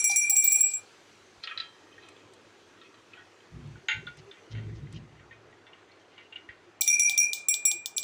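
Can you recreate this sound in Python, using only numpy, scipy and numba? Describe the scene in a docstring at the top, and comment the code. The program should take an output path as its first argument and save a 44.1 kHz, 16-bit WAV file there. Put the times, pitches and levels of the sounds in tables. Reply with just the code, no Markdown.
"""Two marbles and a drinking glass

A glass marble rattles to rest in a drinking glass on a table. A second one is set on a wavy wooden
track, rolls down two planks with soft knocks, drops into the glass and bounces between its chiming
wall and its thick, clicking base. A small room answers, and a limiter ducks under the loud clinks."""
import sys
import numpy as np
from scipy import signal
from scipy.fft import rfft, irfft
from scipy.io import wavfile
from scipy.ndimage import uniform_filter1d, minimum_filter1d
from numba import njit

SR = 44100
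rng = np.random.default_rng(int(sys.argv[2]) if len(sys.argv) > 2 else 0)


def log_audio(samples):
    """Write samples as a 16-bit WAV file to the path given in sys.argv[1]."""
    # one column per channel
    frames = np.atleast_2d(samples).T
    # limit to full scale, then quantise
    limited = np.clip(frames, -1, 1)
    pcm = np.round(limited * 32767).astype(np.int16)
    wavfile.write(sys.argv[1], SR, pcm)


N = 354431
T = np.arange(N) / SR
RING_T = T[:SR]  # one second for a blow to ring out


def undb(db):
    """Decibels to gain."""
    return 10 ** (np.asarray(db) / 20)


def unit(x):
    """Scale to rms 1."""
    return x / np.sqrt(np.mean(x ** 2))


def fader(rows):
    """Gain that glides through (seconds, dB) points and holds at both ends."""
    return undb(np.interp(T, *np.transpose(rows)))


def on_log_axis(points, hz):
    """Read (Hz, value) points on a log-frequency axis."""
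    point_hz, value = np.transpose(points)
    return np.interp(np.log(np.maximum(hz, 1)), np.log(point_hz), value)


def add(track, s, sound):
    """Mix a sound into the track at s seconds."""
    i = max(0, int(round(s * SR)))
    track[i:i + len(sound)] += sound[:max(0, N - i)]


def band(x, lo_hz, hi_hz, order=2):
    """Band-pass."""
    sos = signal.butter(order, [lo_hz, min(hi_hz, SR / 2 - 1)], "band", fs=SR, output="sos")
    return signal.sosfilt(sos, x)


def decay(t60):
    """A tail that falls 60 dB in t60 seconds."""
    return np.exp(-np.log(1000) * RING_T / t60)


def onset(rise_s):
    """A softened attack."""
    return 1 - np.exp(-RING_T / rise_s)


def crest(s, length):
    """A bell-shaped swell that peaks at s seconds."""
    return np.exp(-(2 * (T - s) / length) ** 2)


def swells(rows, attack_s, sag_db_per_s, release_db_per_s):
    """Envelope of (start, length, dB) events: each rises, sags while it lasts, then dies away."""
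    power = np.zeros(N)
    for s, length, db in rows:
        age = np.maximum(T - s, 0)
        level_db = db - sag_db_per_s * age - release_db_per_s * np.maximum(age - length, 0)
        power += (np.minimum(age / attack_s, 1) * undb(level_db)) ** 2
    return np.sqrt(power)


def ring(modes):
    """Decaying sines of (Hz, dB, t60) modes after one blow."""
    return sum(undb(db) * np.sin(2 * np.pi * hz * RING_T) * decay(t60) for hz, db, t60 in modes)


def through(x, response):
    """Drive a body or a room with a sound."""
    return signal.fftconvolve(x, response)[:N]


def scatter(t60, db, size=2048):
    """A pulse followed by a quickly dying cloud of near reflections."""
    cloud = rng.standard_normal(size) * decay(t60)[:size]
    cloud *= undb(db) / np.linalg.norm(cloud)
    cloud[0] = 1
    return cloud


def grains(per_s, spread_db):
    """Random taps of uneven size."""
    taps = (rng.random(N) < per_s / SR) * rng.standard_normal(N)
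    return taps * undb(spread_db * rng.standard_normal(N))


def patchy(x, depth_db, size=512):
    """Let the level waver, differently in each narrow band."""
    frames = signal.stft(x, nperseg=size)[2]
    drift = uniform_filter1d(rng.standard_normal(frames.shape), size=4, axis=0)
    drift = uniform_filter1d(drift, size=14, axis=1)
    return signal.istft(frames * undb(depth_db * unit(drift)), nperseg=size)[1][:N]


# The tone of glass hitting glass. Each row: frequency in Hz, level in dB.
CLICK_SPECTRUM = [(300, -107.5), (1500, -71), (2600, -20), (3000, -7), (3500, 6), (4500, 2), (5200, -0.5),
                  (5800, 3), (7000, -5), (9000, -4.5), (11000, -11.5), (13000, -17.5), (15300, -25),
                  (17000, -56.5)]

def click(size=512):
    """The dry click of hard contact: the shortest causal pulse with this spectrum, peak 1."""
    gain = undb(on_log_axis(CLICK_SPECTRUM, np.fft.rfftfreq(size, 1 / SR)))
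    cepstrum = irfft(np.log(gain))
    cepstrum[1:size // 2] *= 2
    cepstrum[size // 2 + 1:] = 0
    pulse = irfft(np.exp(rfft(cepstrum)))
    return pulse / np.abs(pulse).max()


# The marble strikes the wall. Each row: start in seconds, level in dB, height from 0 (low) to 1 (rim),
# sharpness in dB on the top mode family, angle round the glass in radians.
WALL_HITS = [(0, -22.5, 0.59, -24, 0.33), (0.0418, -4.5, 0.51, -2, 0.049), (0.16, -2.5, 0.46, -3, 0.12),
             (0.2965, -18.5, 0.43, 12, 0.25), (.305, -11.5, 0.11, 6, 0.5), (0.3654, -3.5, 0.17, 2, 0.092),
             (0.4412, -33.5, 0.043, 30.5, 0.16), (.449, -25, 0, 7, 2.7), (0.475, -27, 0.038, -11, 2),
             (0.5131, -25, 0.28, -6, 1.04), (.521, -16.5, 0.16, 8, 0.47), (0.5582, -23, 0.24, -23, 0.28),
             (0.607, -17.5, 0, 7, 1.2), (0.642, -39, 0.23, -6.5, 3.69), (0.7354, -31.5, 0, -4, 0.17),
             (6.809, -20, 0.55, 8, 0.52), (6.8768, -9, 0.9, 0, 0.56), (6.9958, -5.5, 0.85, -7, 0.36),
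             (7.1775, -12.5, 0.96, 4, 0.94), (7.485, -16.5, 0.37, 3, 1.7), (7.652, -15.5, 0.34, 2, 1.7),
             (7.9646, -29, 0.28, -9, 1.6)]
# The wall's mode families, lowest first. Each row: level in dB struck low, level in dB struck at the rim.
FAMILY_DB = [(-18.5, -9.5), (-16, 5.5), (6, -15), (-11, -8.5), (-13.5, -14.5)]
# The wall's paired modes. Each row: family number, pitch in Hz, pitch of its twin in Hz.
GLASS_PAIRS = [(0, 2357, 2392.6), (1, 5787, 5712), (2, 7623, 7651), (2, 7579, 7640), (3, 9803, 9857),
               (3, 9837, 9760), (3, 10181, 10215), (4, 14290, 14175), (4, 14982, 15083), (4, 15153, 15185),
               (4, 15351, 15422)]
# How those pairs ring. Each row: level in dB, t60 in seconds.
PAIR_RING = [(2, 0.54), (2, 0.18), (1.5, 0.18), (-10, 0.057), (2.5, 0.11), (-7.5, 0.2), (-7.5, 0.16),
             (-15, 0.095), (-6.5, 0.1), (2, 0.099), (5.5, 0.075)]
# Short pings of the base and the air in the cup. 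Each row: pitch in Hz, level in dB, t60 in seconds.
CUP_MODES = [(3544, -27, 0.14), (3440, -24.5, 0.03), (2980, -33.5, 0.14), (4190, -21.5, 0.052),
             (4230, -33.5, .1), (5250, -27, 0.15), (6600, -28, 0.1), (6904, -33, .12), (8500, -38, .1)]

def glass_wall(contact_db=-7, cup_db=-11, glance_db=-7, low_pair_turn_rad=0.12):
    """Chime and contact ticks. The glass is not quite round, so its modes ring in pairs that beat."""
    chime, ticks = np.zeros(N), np.zeros(N)
    tick = band(np.convolve(click(), scatter(t60=0.0056, db=8)), 4900, 17000, order=3)
    cup = band(ring(CUP_MODES), 3000, 9000)
    low_db, rim_db = np.transpose(FAMILY_DB)
    for s, hit_db, height, sharp_db, strike_rad in WALL_HITS:
        family_db = hit_db + low_db + height * (rim_db - low_db)
        family_db[-1] += sharp_db
        modes = []
        for (family, hz, twin_hz), (db, t60) in zip(GLASS_PAIRS, PAIR_RING):
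            # the angle shares the blow between the twins
            angle = strike_rad + (low_pair_turn_rad if family == 0 else 0)
            for mode_hz, share in ((hz, np.cos(angle)), (twin_hz, np.sin(angle))):
                share_db = 10 * np.log10(share ** 2 + 1e-4)
                modes.append((mode_hz, family_db[family] + db + share_db, t60))
        add(chime, s, ring(modes) * onset(0.001))
        add(chime, s, cup * undb(max(family_db) + cup_db))
        # low on the wall the marble only glances off, with less of a click
        add(ticks, s, tick * undb(max(family_db) + contact_db + glance_db * (0.5 - height)))
    # a small glass radiates almost nothing below its lowest mode
    return band(chime, 1500, 18000, order=3), ticks


def flutter(x, rate_hz=120, split_hz=6800, waver_db=1.7, sway_db=0.5):
    """A random level flutter laid over the chime, slight below the split and rougher above it."""
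    upper = signal.sosfiltfilt(signal.butter(4, split_hz, "high", fs=SR, output="sos"), x)
    waver = unit(band(rng.standard_normal(N), rate_hz / 6, rate_hz))
    sway = unit(band(rng.standard_normal(N), rate_hz / 12, rate_hz / 2))
    return (x - upper) * undb(sway_db * sway) + upper * undb(waver_db * waver)


# The colour of the room's air. Each row: frequency in Hz, relative noise density in dB.
AIR_SPECTRUM = [(18, -43.5), (30, -17.5), (70, -25), (98, 0), (131, -11.5), (319, -6.5), (355, -2.5),
                (540, -7), (1350, -9), (2830, -14.5), (4530, -19.5), (5300, -22.5), (6050, -19.5),
                (6600, -22.5), (7870, -28), (16000, -53.5)]
# The fader on its hiss. Each row: time in seconds, treble gain in dB.
HISS_FADER = [(0, 13), (1.3, 5), (2.2, 2), (4.4, 1), (5.2, -4), (6.7, -4.5), (8, -41)]

def room_tone(air_db=-59, split_hz=3500):
    """A bed of steady air noise whose hiss fades over the scene."""
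    hz = np.fft.rfftfreq(N, 1 / SR)
    colour = undb(on_log_axis(AIR_SPECTRUM, hz))
    air = unit(irfft(rfft(rng.standard_normal(N)) * colour, N))
    treble = irfft(rfft(air) * hz ** 2 / (hz ** 2 + split_hz ** 2), N)
    return undb(air_db) * (air + treble * (fader(HISS_FADER) - 1))


# Slaps off the table, a post and the room's wall. Each row: delay in seconds, level in dB.
REFLECTIONS = [(.0047, -12), (0.0117, -10), (0.0187, -26), (0.0297, -29.5), (.047, -32.5)]

def reflect(x):
    """Near surfaces return the ring a little later, which makes it fade unevenly."""
    out = x.copy()
    for s, db in REFLECTIONS:
        add(out, s, undb(db) * x)
    return out


# The room's decay. Each row: frequency in Hz, t60 in seconds.
ROOM_T60 = [(100, 0.52), (800, 0.38), (2500, 0.26), (6000, 0.26), (10000, 0.16), (16000, .17)]

def room_tail(build_s=0.0035):
    """Diffuse tail of a small room, shorter in the treble; unit energy."""
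    edges_hz = np.geomspace(50, 18000, 9)
    tail = np.zeros(SR)
    for lo, hi in zip(edges_hz, edges_hz[1:]):
        t60 = on_log_axis(ROOM_T60, np.sqrt(lo * hi))
        tail += band(rng.standard_normal(SR), lo, hi, order=3) * decay(t60)
    tail *= 1 - np.exp(-(RING_T / build_s) ** 2)
    return tail / np.linalg.norm(tail)


# The first marble skids; the first row is the brief clatter as its landing on the base at 0.096 s dies away.
# Each row: start in seconds, length in seconds, level in dB.
SKIDS = [(.093, 0.048, -36), (.297, 0.046, -38), (.438, 0.11, -45.5), (.675, 0.038, -47)]

def skid(cup_db=-11.5):
    """Many tiny contacts blur into a soft clatter while the marble circles the glass."""
    contact = np.convolve(click(), scatter(t60=0.02, db=14.5))
    clatter = band(through(grains(per_s=1500, spread_db=5.5), contact), 5400, 12050)
    cup = unit(through(clatter, ring(CUP_MODES)))
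    envelope = swells(SKIDS, attack_s=0.002736, sag_db_per_s=42, release_db_per_s=401.5)
    return unit(unit(clatter) + undb(cup_db) * cup) * envelope


# The marble lands on the base. Each row: start in seconds, click level in dB, rocking level in dB.
BASE_HITS = [(.096, -29, -41.5), (.314, -44, -41), (.442, -33, -67), (.56, -45, -59), (.64, -56, -59.5),
             (6.8197, -6, -54.5), (7.0962, -11, -55.5), (7.333, -9.5, -61.5), (7.5414, -16, -66.5),
             (7.715, -17.5, -60), (7.8592, -17.5, -69), (7.9814, -15, -82.5), (8.029, -28.5, -83)]
# Wall modes that a blow on the base also reaches. Each entry: pitch in Hz.
BASE_HZ = [2392, 5712, 7650, 9857, 14172, 15153, 15290, 15421]
# How those modes ring. Each row: level in dB, t60 in seconds.
BASE_RING = [(-43.5, .3), (-27, 0.2), (-22.5, 0.14), (-38, 0.08), (-26, .085), (-22, .085), (-24.5, .08),
             (-22, .09)]
# The glass rocking on the table. 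Each row: pitch in Hz, level in dB, t60 in seconds.
ROCK_MODES = [(758, 0.5, 0.25), (802, 11.5, 0.11), (854, -11.5, .07)]

def glass_base():
    """The thick base hardly rings: a sharp click rattles inside the cup, and the glass rocks."""
    out, tick = np.zeros(N), click()
    wall = ring([(hz, db, t60) for hz, (db, t60) in zip(BASE_HZ, BASE_RING)])
    faint_ring = band(wall + ring(CUP_MODES), 2600, 18000)
    rock = band(ring(ROCK_MODES), 730, 1000)
    for s, db, rock_db in BASE_HITS:
        rattle = band(np.convolve(tick, scatter(t60=0.016, db=-1)), 2200, 13000)
        for layer in (tick, rattle, faint_ring):
            add(out, s, undb(db) * layer)
        add(out, s, undb(rock_db) * rock)
    return out


# Glassy chatter. Each row: start in seconds, relative level in dB, pitch in Hz.
CHATTER = [(.096, -28, 5190), (.129, -39, 3950), (.312, -32.5, 5090), (.434, -42, 3550), (0.442, -33, 3580),
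           (.45, -36, 4200), (.491, -43, 3700), (.52, -34, 4250), (0.5552, -39, 5060), (0.591, -35.5, 4270),
           (.637, -44.5, 5090), (.699, -43, 5270), (6.8775, -10, 3590), (6.996, -15, 3550),
           (7.1754, -20, 3560), (7.487, -25.5, 3550), (7.652, -23, 3630)]

def chatter(trim_db=-4, ping_t60=0.044, cup_db=6):
    """Soft-edged pings where the marble's touch reaches the thick foot of the wall."""
    out = np.zeros(N)
    for s, db, hz in CHATTER:
        ping = ring([(hz, 0, ping_t60)]) + undb(cup_db) * ring(CUP_MODES)
        add(out, s, undb(db + trim_db) * ping * onset(0.00092))
    return band(out, 2800, 9000)


def ring_fade(start_s=0.8, fade_db_per_s=230):
    """The ring and its room tail fade quickly after 0.8 s; the gain reopens at the first knock."""
    before_knocks = T < KNOCKS[0][0]
    return undb(-fade_db_per_s * np.clip(T - start_s, 0, 1) * before_knocks)


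# Dull bumps. Each row: start in seconds, level in dB.
BUMPS = [(1.374, -51), (6.49, -45), (6.998, -32)]
# The table's thud. Each row: pitch in Hz, level in dB, t60 in seconds.
BUMP_MODES = [(63, -2, 0.06), (99, -9, 0.093)]

def table_bumps():
    """The table thuds softly under the blows that reach it."""
    out = np.zeros(N)
    for s, db in BUMPS:
        add(out, s, undb(db) * ring(BUMP_MODES))
    return band(out, 57, 200)


# Ticks along the track. Each row: start in seconds, level in dB.
TRACK_TICKS = [(1.436, -47.5), (2.087, -40.5), (2.336, -42), (3.675, -55), (4.172, -46.5), (4.926, -41)]

def track_ticks():
    """Fine, bright ticks of the marble on the wood."""
    out = np.zeros(N)
    for s, db in TRACK_TICKS:
        add(out, s, undb(db) * band(scatter(t60=0.033, db=14), 2400, 9200, order=4))
    return out


JOINT_S = 3.7  # the marble crosses from the upper plank to the lower
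# The voices of the two planks. Each row: pitch in Hz, level in dB, t60 in seconds.
UPPER_PLANK = [(1324, 3.5, 0.097), (1400, -9.5, 0.1), (1674, -3, 0.095), (1880, 1.5, 0.084),
               (2160, -11.5, 0.065), (2550, 2, 0.12), (2860, -13.5, 0.055), (3155, -8, 0.38),
               (3320, 3.5, 0.044), (4020, 8.5, 0.012), (4764, -3.5, 0.015), (5358, -11, .02),
               (6760, -11, 0.026)]
LOWER_PLANK = [(870, -8, 0.094), (1434, -2, 0.12), (1535, 1, 0.1), (1722, -8, 0.07), (1864, 0, 0.17),
               (2040, 3, 0.043), (2072, 5, 0.088), (2267, 0, 0.14), (2452, -1.5, 0.09), (2735, -3.5, 0.38),
               (2890, 2.5, 0.05), (3150, 0, 0.08), (3620, -6, 0.064), (3888, -3, 0.034), (4060, -11, 0.03),
               (6500, -2.5, 0.035), (6870, -2.5, 0.027)]
# Knocks in the groove. Each row: start in seconds, plank level in dB, ping pitch in Hz,
# ping level in dB, ping t60 in seconds.
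KNOCKS = [(1.437, -29.5, 4140, -24, 0.016), (1.4728, -25, 2920, -26.5, 0.013),
          (1.499, -35, 1550, -41, 0.026), (1.515, -52, 2485, -32, 0.026), (1.575, -27, 3960, -23.5, 0.029),
          (1.6, -26, 3960, -24, 0.044), (1.926, -55, 3090, -49, 0.047), (1.98, -48, 1850, -41.5, 0.045),
          (2.033, -43, 3990, -48, .04), (2.082, -51, 2530, -52, 0.038), (2.164, -51, 3410, -49.5, 0.035),
          (2.8136, -44, 3700, -45, 0.027), (2.941, -48.5, 3990, -51, .03), (3.134, -44, 2554, -40, 0.059),
          (3.1763, -54.5, 1480, -48, 0.15), (3.403, -52.5, 3100, -51, 0.037),
          (3.756, -50.5, 1460, -44.5, 0.05), (3.8841, -14.5, 2140, -32, 0.026),
          (3.897, -36, 1405, -32, 0.067), (3.908, -37.5, 2780, -24.5, .06),
          (3.916, -22.5, 2130, -24.5, 0.055), (3.929, -43, 3530, -43, 0.062),
          (4.068, -55, 3503, -33, 0.041), (4.072, -39, 1441, -31.5, 0.09), (4.312, -44, 3520, -39, 0.035),
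          (4.549, -41, 2180, -43.5, 0.034), (4.581, -47, 1890, -45, 0.087), (4.869, -55, 2050, -50, .04),
          (5.195, -51, 1894, -49.5, 0.044), (5.3098, -46.5, 1844, -45, 0.1), (5.326, -53, 2490, -52, 0.11),
          (5.526, -55, 1910, -51, 0.063), (5.666, -45, 3480, -50, 0.04), (5.7315, -47.5, 2860, -45, 0.05),
          (5.896, -51.5, 1990, -51, 0.039), (5.915, -56, 4320, -51, 0.033),
          (6.179, -40.5, 2890, -45, 0.043), (6.3241, -41.5, 2793, -36.5, 0.054),
          (6.3582, -41, 2860, -28.5, 0.041), (6.489, -40.5, 1908, -33, 0.042)]

def knocks(body_db=-5, crack_db=-15, hollow_db=-19, rough_db=-13, hard_knock_db=-14):
    """The marble hits the bends: the plank cracks and rings, and the spot gives a rough, hollow ping."""
    wood, pings = np.zeros(N), np.zeros(N)
    for s, db, ping_hz, ping_db, ping_t60 in KNOCKS:
        plank = UPPER_PLANK if s < JOINT_S else LOWER_PLANK
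        # a gentler blow stays in contact longer, so it starts more softly and sounds duller
        hardness = undb(0.12 * (db - hard_knock_db))
        contact = onset(0.00075 / hardness)
        # neighbouring modes move in opposite directions at the point of contact
        body = sum((-1) ** k * ring([mode]) for k, mode in enumerate(plank))
        body /= np.linalg.norm(undb(np.array(plank)[:, 1]))
        # the plank's many short-lived modes blur into a crack
        crack = unit(band(rng.standard_normal(SR), 1530, 3820, order=4)) * decay(0.11)
        knock = contact * undb(db) * (undb(body_db) * body + undb(crack_db) * crack)
        add(wood, s, band(knock, 820, 7500 * hardness, order=3))
        rough = unit(band(rng.standard_normal(SR), ping_hz / 1.22, ping_hz * 1.22, order=3))
        ping = ring([(ping_hz, 0, ping_t60), (ping_hz, hollow_db, 0.12)])
        ping += undb(rough_db) * rough * decay(0.075)
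        add(pings, s, contact * undb(ping_db) * ping)
    return wood, band(pings, 640, 7000, order=3)


# Brushes along the groove. Each row: peak time in seconds, level in dB, length in seconds,
# band centre in Hz, hiss against the plank's grit in dB.
BRUSHES = [(1.441, -42, 0.017, 3740, -1), (1.526, -39.5, 0.074, 1860, -8.5), (2.058, -59.5, 0.2, 2520, 5),
           (2.854, -56, 0.055, 2747, -3), (3.179, -50.5, 0.1, 2107, -2), (4.19, -56, 0.036, 4000, 2),
           (4.387, -56, 0.033, 2180, -6), (4.522, -53, 0.028, 3710, 12), (4.574, -56.5, 0.12, 2780, 0),
           (4.768, -64, 0.039, 4060, 6), (4.955, -54.5, 0.065, 3900, -1.5), (5.329, -57.5, 0.04, 2184, -11),
           (6.009, -65.5, 0.035, 4240, 0), (6.197, -56, 0.13, 2986, -6)]

def brushes(grit, spread=1.59):
    """The marble rubs the groove's side: friction hisses at the contact and rasps through the plank."""
    out = np.zeros(N)
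    hiss = unit(grains(per_s=4300, spread_db=3))
    for s, db, length, hz, hiss_db in BRUSHES:
        friction = band(grit + undb(hiss_db) * hiss, hz / spread, hz * spread, order=5)
        out += undb(db) * crest(s, length) * unit(friction)
    return out


def pressed_planks(taps, damping_t60=0.12):
    """Taps sound through the plank under the marble, whose pressure shortens the ring."""
    upper = unit(through(taps, decay(damping_t60) * ring(UPPER_PLANK)))
    lower = unit(through(taps, decay(damping_t60) * ring(LOWER_PLANK)))
    return np.where(T < JOINT_S, upper, lower)


# The fader on the roll. Each row: time in seconds, level in dB.
ROLL_FADER = [(1.6, -74.5), (1.8, -62.5), (2.1, -58.5), (2.5, -62.5), (4.3, -66), (4.6, -55.5),
              (4.9, -63.5), (6.6, -65.5), (6.85, -74)]

def rolling(hops_per_s=14, hop_db=-4, grain_db=-5, wood_db=-6):
    """Wood grain taps the marble over a low drone. 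Returns the roll, and its grit for the brushes."""
    grain = band(grains(per_s=880, spread_db=3), 998, 3900)
    # each spot along the groove favours other resonances
    grit = unit(patchy(pressed_planks(grain), depth_db=4))
    drone = unit(band(rng.standard_normal(N), 290, 461))
    # now and then the marble hops over a ridge of the grain
    ridges = (rng.random(N) < hops_per_s / SR) * rng.uniform(0.3, 1, N)
    hops = band(through(ridges, scatter(t60=0.02, db=5)), 1400, 4800, order=4)
    wood = unit(grit + undb(grain_db) * unit(grain) + undb(hop_db) * pressed_planks(hops))
    return fader(ROLL_FADER) * (drone + undb(wood_db) * wood), grit


# The table's low resonances. Each row: pitch in Hz, level in dB, t60 in seconds.
RUMBLE_MODES = [(64.4, -6.5, 1), (110.3, -0.5, 1), (144.7, 8, 0.15), (190.5, -10.5, 0.27), (228, -6, 0.13),
                (316.5, -6, 0.083)]
# Its shudders. 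Each row: start in seconds, length in seconds, level in dB.
SHUDDERS = [(3.505, 0.25, -40), (3.93, 0.027, -36.5), (4.03, 0.016, -41), (4.16, 0.032, -45),
            (4.495, 0.53, -34), (4.92, 0.039, -36.5), (5.05, 0.48, -54)]
# Short low hums. Each row: peak time in seconds, pitch in Hz, level in dB, length in seconds.
HUMS = [(3.844, 390, -52.5, 0.024), (4.035, 388, -45, 0.015), (4.227, 372.5, -54.5, 0.079),
        (4.29, 400, -47, 0.043), (4.693, 415, -53, 0.062), (6.687, 348, -50.5, 0.031),
        (7.759, 342, -47.5, 0.035)]

def table_rumble(steady_s=0.14):
    """The table shudders as the marble crosses the middle of the track; a few hums sit above it."""
    rumble = band(through(rng.standard_normal(N), ring(RUMBLE_MODES)), 58, 414, order=3)
    rumble /= np.sqrt(uniform_filter1d(rumble ** 2, int(steady_s * SR)) + 1e-12)  # even out the level
    out = rumble * swells(SHUDDERS, attack_s=0.066, sag_db_per_s=25, release_db_per_s=223)
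    for s, hz, db, length in HUMS:
        out += undb(db) * crest(s, length) * np.sin(2 * np.pi * hz * T)
    return out


def scene(wall_send_db=-8, click_send_db=-12, wood_send_db=-5, ping_send_db=-12):
    """Glass, track and table in one room whose surfaces swallow the top of the clicks."""
    chime, wall_ticks = glass_wall()
    wood, pings = knocks()
    wall = flutter(reflect(chime)) * ring_fade()
    clicks = wall_ticks + glass_base() + skid() + chatter()
    send = undb(wall_send_db) * wall + undb(click_send_db) * band(clicks, 4300, 12000, order=1)
    send += undb(wood_send_db) * wood + undb(ping_send_db) * pings
    reverb = through(send, room_tail()) * ring_fade()
    table = table_rumble() + table_bumps()
    roll, grit = rolling()
    track = wood + pings + roll + brushes(grit) + track_ticks()
    air = patchy(room_tone(), depth_db=1.7)
    return (wall + clicks + track + table + reverb + air)[None]


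@njit
def follow_peaks(x, release):
    """Peak follower: rises at once, sinks slowly."""
    out, peak = np.empty(len(x)), 0.
    for i in range(len(x)):
        peak = max(x[i], peak * (1 - release))
        out[i] = peak
    return out


def record(dry, ceiling_db=-11, release_s=0.047, attack_s=0.0011, top_hz=16300):
    """A look-ahead limiter holds the clinks down and lets the room swell back; then the top is cut."""
    peaks = follow_peaks(np.abs(dry[0]), 1 / (release_s * SR))
    gain = np.minimum(1, undb(ceiling_db) / (peaks + 1e-9))
    span = int(attack_s * SR)
    gain = uniform_filter1d(minimum_filter1d(gain, span), span)
    return signal.sosfilt(signal.ellip(8, 0.2, 70, top_hz, fs=SR, output="sos"), dry * gain)


dry = scene()
out = record(dry)
log_audio(out)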